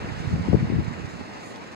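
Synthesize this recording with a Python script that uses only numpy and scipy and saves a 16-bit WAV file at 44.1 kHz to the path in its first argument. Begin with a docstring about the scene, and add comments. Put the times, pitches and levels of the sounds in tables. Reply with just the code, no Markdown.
"""A gust of wind buffets a microphone in a street among tall buildings.
Turbulent pressure strikes the two ports separately, thumps hardest on the left and dies away.
Behind it lies the steady wash of distant traffic, a little to the right, with faint whines of
machinery, a thin hiss that has one short swell, and a few ticks and rustles."""
import sys
import numpy as np
from scipy import signal
from scipy.fft import rfft, irfft
from scipy.io import wavfile
from scipy.ndimage import uniform_filter1d

SR = 44100
rng = np.random.default_rng(int(sys.argv[2]) if len(sys.argv) > 2 else 0)


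def store_pcm(level_fs):
    """Save levels as 16-bit WAV."""
    pcm = np.round(np.clip(level_fs, -1, 1) * 32767).astype(np.int16)
    wavfile.write(sys.argv[1], SR, np.atleast_2d(pcm).T)


N = 77175
TIME = np.arange(N) / SR
LEFT_LAG_S = .000465  # far sound reaches the right port first


def wind(low_cut_hz=51.6):
    """Turbulent pressure is local: each port meets its own buffeting and its own large eddies."""
    # Each row: time in seconds, wind level at that port in dB.
    left_strength = [(0, -37), (.06, -38.5), (.12, -40.5), (.29, -35.5), (.33, -21.5), (.40, -29),
                     (.465, -42), (.495, -25.5), (.545, -13.5), (.585, -26), (.63, -22.5), (.68, -33),
                     (.72, -25), (.805, -21.5), (.835, -39.5), (1.02, -42), (1.3, -50.5), (1.75, -54)]
    right_strength = [(0, -33.5), (.15, -35.5), (.21, -31), (.34, -27), (.44, -29.5), (.53, -28),
                      (.62, -25.5), (.69, -32.5), (.8, -25), (.9, -30.5), (.95, -37), (1.06, -34),
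                      (1.2, -36), (1.32, -48.5), (1.48, -52.5), (1.75, -47.5)]
    # Each row: middle in seconds, peak in dB before the low cut, pitch in Hz, port (0 left, 1 right).
    eddies = [(0.046, -25, 108, 0), (.121, -18.5, 105, 1), (.178, -20.5, 112, 1), (.203, -15, 134, 1),
              (.276, -10.5, 112, 1), (0.3295, -11, 117, 0), (.340, -10.5, 135, 1), (0.348, -15, 121, 0),
              (.397, -13, 166, 0), (.409, -13, 145, 1), (0.487, -8, 233, 0), (0.4978, -8, 115, 0),
              (.531, -5, 367, 0), (.534, -2.5, 149, 0), (.545, -8.5, 366, 0), (.548, -1.5, 114, 0),
              (.554, -16.5, 306, 0), (.629, -8, 127, 0), (0.7021, -11, 235, 0), (.724, -15, 263, 0),
              (0.756, -15.5, 130, 0), (.788, -10.5, 168, 0), (.798, -11.5, 115, 0), (0.882, -18.5, 126, 1),
              (.911, -18.5, 175, 1), (1.0, -20, 276, 1), (1.212, -22, 302, 1), (1.472, -25, 252, 1),
              (1.515, -26, 310, 1)]
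    ports = np.array([buffeting(left_strength), buffeting(right_strength)])
    for middle_s, db, hz, port in eddies:
        u = np.pi * hz * (TIME - middle_s)
        ports[round(port)] += amp(db) * (1 - 2 * u ** 2) * np.exp(-u ** 2)  # a push between two dips
    return signal.sosfilt(signal.butter(3, low_cut_hz, "high", fs=SR, output="sos"), ports)


def buffeting(strength, brighten_from_db=-23, octaves_per_db=.1039, deep_from_db=-42.5):
    """Turbulence at one port: faster flow shifts its spectrum upward, and weak flow has little bass."""
    # Each row: frequency in Hz before the shift, relative spectral density in dB.
    spectrum = [(20, -22), (80, -1), (140, -1), (220, -4.5), (320, -18), (480, -22.5), (700, -41),
                (1200, -47)]
    db = over_time(strength)
    stretch = 2 ** (octaves_per_db * np.maximum(db - brighten_from_db, 0))
    cut_hz = 103 / (1 + np.exp((db - deep_from_db) / 2) / 2)
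    edges_hz = np.geomspace(20, 1600, 15)
    flow = np.zeros(N)
    for lo, hi in zip(edges_hz, edges_hz[1:]):
        hz = np.sqrt(lo * hi)
        gain = np.sqrt(hi - lo) * amp(over_hz(spectrum, hz / stretch)) / (1 + (cut_hz / hz) ** 4)
        flow += gain * noise(lambda f: (f >= lo) & (f < hi))
    flow /= np.sqrt(uniform_filter1d(flow ** 2, size=1400) + 1e-12)  # unit running rms
    return flow * amp(db + flutter(rms_db=3, below_hz=34.96))


def traffic():
    """Incoherent addition: far streets merge into one wash that wavers a little and slowly fades."""
    # Each row: frequency in Hz, relative spectral density in dB.
    spectrum = [(45, -21), (130, -5), (260, 0.5), (500, -4), (800, -6), (1300, -10), (1900, -10),
                (2300, -12.5), (2750, -14.5), (3100, -20.5), (4300, -22), (5400, -24.5), (5680, -25.5),
                (6000, -32.5), (7200, -27.5), (8300, -37), (9500, -39.5), (11200, -51.5), (12000, -49),
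                (15500, -51)]
    # Each row: time in seconds, level in dB.
    level = [(0, -36.5), (.25, -36.5), (.6, -36.5), (.95, -38.5), (1.3, -39), (1.75, -40.5)]
    return distant(spectrum) * amp(over_time(level) + flutter(rms_db=.5, below_hz=25.7))


def machinery(half_width_hz=18):
    """Narrowband noise is heard as wavering tones: far machines whine from the right."""
    # Each row: centre in Hz, rms level at the right port in dB.
    whines = [(1240, -53.5), (1538, -60), (1905, -59.5), (6895, -71)]
    tones = sum(amp(db) * noise(lambda f: 1 / (1 + ((f - hz) / half_width_hz) ** 2))
                for hz, db in whines)
    return np.array([amp(-3.5) * np.roll(tones, round(LEFT_LAG_S * SR)), tones])


def hiss():
    """Amplitude-modulated noise: thin treble flickers, and a brighter band swells once."""
    # Each row: frequency in Hz, relative spectral density in dB.
    thin_spectrum = [(2000, -15), (4200, 13.5), (5800, 7), (7000, 12.5), (9000, -5), (11500, -7),
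                     (15500, -40)]
    swell_spectrum = [(3000, -20), (5800, -4), (7000, 15.5), (8000, -1), (9200, 3), (11500, -9),
                      (15500, -20)]
    # Each row: time in seconds, level in dB.
    level = [(0, -64), (.24, -54.5), (.5, -62), (.65, -82), (.82, -78), (.845, -63), (.89, -61.5),
             (1.1, -56), (1.3, -62.5), (1.4, -55.5), (1.62, -64), (1.75, -57.5)]
    thin = distant(thin_spectrum) * amp(over_time(level) + flutter(rms_db=2.85, below_hz=36.8))
    swell = distant(swell_spectrum) * amp(-54.5) * bell(1.476, half_s=.062)
    return thin + swell


def ticks_and_rustles(decay_s=.002):
    """The envelope shapes a noise burst: a sudden onset ticks, a smooth rise and fall rustles."""
    # Each row: start in seconds, level in dB, centre in Hz.
    ticks = [(0.09, -55, 7900), (.829, -51, 7500), (.846, -45, 4400), (1.56, -41.5, 4300),
             (1.570, -49, 7000)]
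    # Each row: middle in seconds, level in dB.
    rustles = [(.094, -38), (0.599, -40), (0.944, -41.5)]
    out = np.zeros((2, N))
    for start_s, db, hz in ticks:
        decay = (TIME >= start_s) * np.exp(-abs(TIME - start_s) / decay_s)
        out += amp(db) * decay * stereo_band(hz, octaves=.5)
    envelope = sum(amp(db) * bell(middle_s, half_s=.0082) for middle_s, db in rustles)
    return out + envelope * stereo_band(hz=2010, octaves=.22)


def distant(spectrum, size=1024, patch_db=1.32):
    """Partial coherence: the ports share only part of a far noise, and the left hears it later."""
    # Each row: frequency in Hz, correlation between the ports (clipped to 0-1 below).
    likeness = [(100, 0.23), (500, 0.26), (800, 0), (1150, 0.1), (1700, 0.5), (2500, 0.5), (7500, 0.7),
                (10000, 0.1), (15000, -1.5)]
    # Each row: frequency in Hz, left minus right level in dB.
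    balance = [(200, -3.5), (550, 2), (1200, -1.5), (2000, -1), (2700, 1.5), (4300, -2), (7000, -2.5),
               (9000, -3), (10700, -6), (14000, 1)]
    hz = np.fft.rfftfreq(size, 1 / SR)
    draws = rng.standard_normal((5, 4 * N // size + 6, len(hz))).transpose(0, 2, 1)
    right, unshared = draws[0] + 1j * draws[1], draws[2] + 1j * draws[3]
    patches = uniform_filter1d(draws[4], size=8, axis=0)  # level varies over frequency
    patches = unit_rms(uniform_filter1d(patches, size=10, axis=1))  # and over time
    shared = np.clip(over_hz(likeness, hz), 0, 1)[:, None]
    delay = np.exp(-2j * np.pi * hz * LEFT_LAG_S)[:, None]
    left = (shared * right + np.sqrt(1 - shared ** 2) * unshared) * delay
    lean = amp(over_hz(balance, hz) / 2)[:, None]
    gain = amp(over_hz(spectrum, hz)[:, None] + patch_db * patches)
    frames = np.array([left * lean, right / lean]) * gain
    return unit_rms(signal.istft(frames, nperseg=size, noverlap=size - size // 4)[1][:, :N])


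def noise(shape):
    """Spectral shaping: white noise weighted by the gain shape(Hz), at rms 1."""
    return unit_rms(irfft(rfft(rng.standard_normal(N)) * shape(np.fft.rfftfreq(N, 1 / SR)), N))


def flutter(rms_db, below_hz):
    """Random modulation: a slow wander of level in dB."""
    return rms_db * noise(lambda f: f < below_hz)


def stereo_band(hz, octaves):
    """Uncorrelated noise at each port, in a Gaussian band of log frequency."""
    return np.array([noise(lambda f: np.exp(-np.log2((f + 1) / hz) ** 2 / (2 * octaves ** 2)))
                     for _ in range(2)])


def bell(middle_s, half_s):
    """A Gaussian envelope in time."""
    return np.exp(-((TIME - middle_s) / half_s) ** 2)


def over_hz(points, hz):
    """Interpolation on a log-frequency axis."""
    f, value = np.transpose(points)
    return np.interp(np.log(hz + 1), np.log(f + 1), value)


def over_time(points):
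    """Linear interpolation at every sample."""
    return np.interp(TIME, *np.transpose(points))


def amp(db):
    """Decibels to amplitude ratio."""
    return 10 ** (np.asarray(db) / 20)


def unit_rms(x):
    """Normalisation to rms 1."""
    return x / np.sqrt(np.mean(x ** 2) + 1e-20)


def scene():
    """Superposition: wind pressure and city sound add at each port."""
    return wind() + traffic() + machinery() + hiss() + ticks_and_rustles()


def record(dry, ceiling=.95, edge_hz=15790, fade_s=.003):
    """Soft saturation rounds the hardest thump; the ends fade and a low-pass limits the band."""
    ends = np.sin(np.pi / 2 * np.clip(np.minimum(TIME, TIME[::-1]) / fade_s, 0, 1)) ** 2
    held = dry / (1 + (dry / ceiling) ** 4) ** .25
    low_pass = signal.firwin(1023, edge_hz, window=("kaiser", 9), fs=SR)
    return signal.oaconvolve(held * ends, low_pass[None], "same", axes=1)


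dry = scene()
out = record(dry)
store_pcm(out)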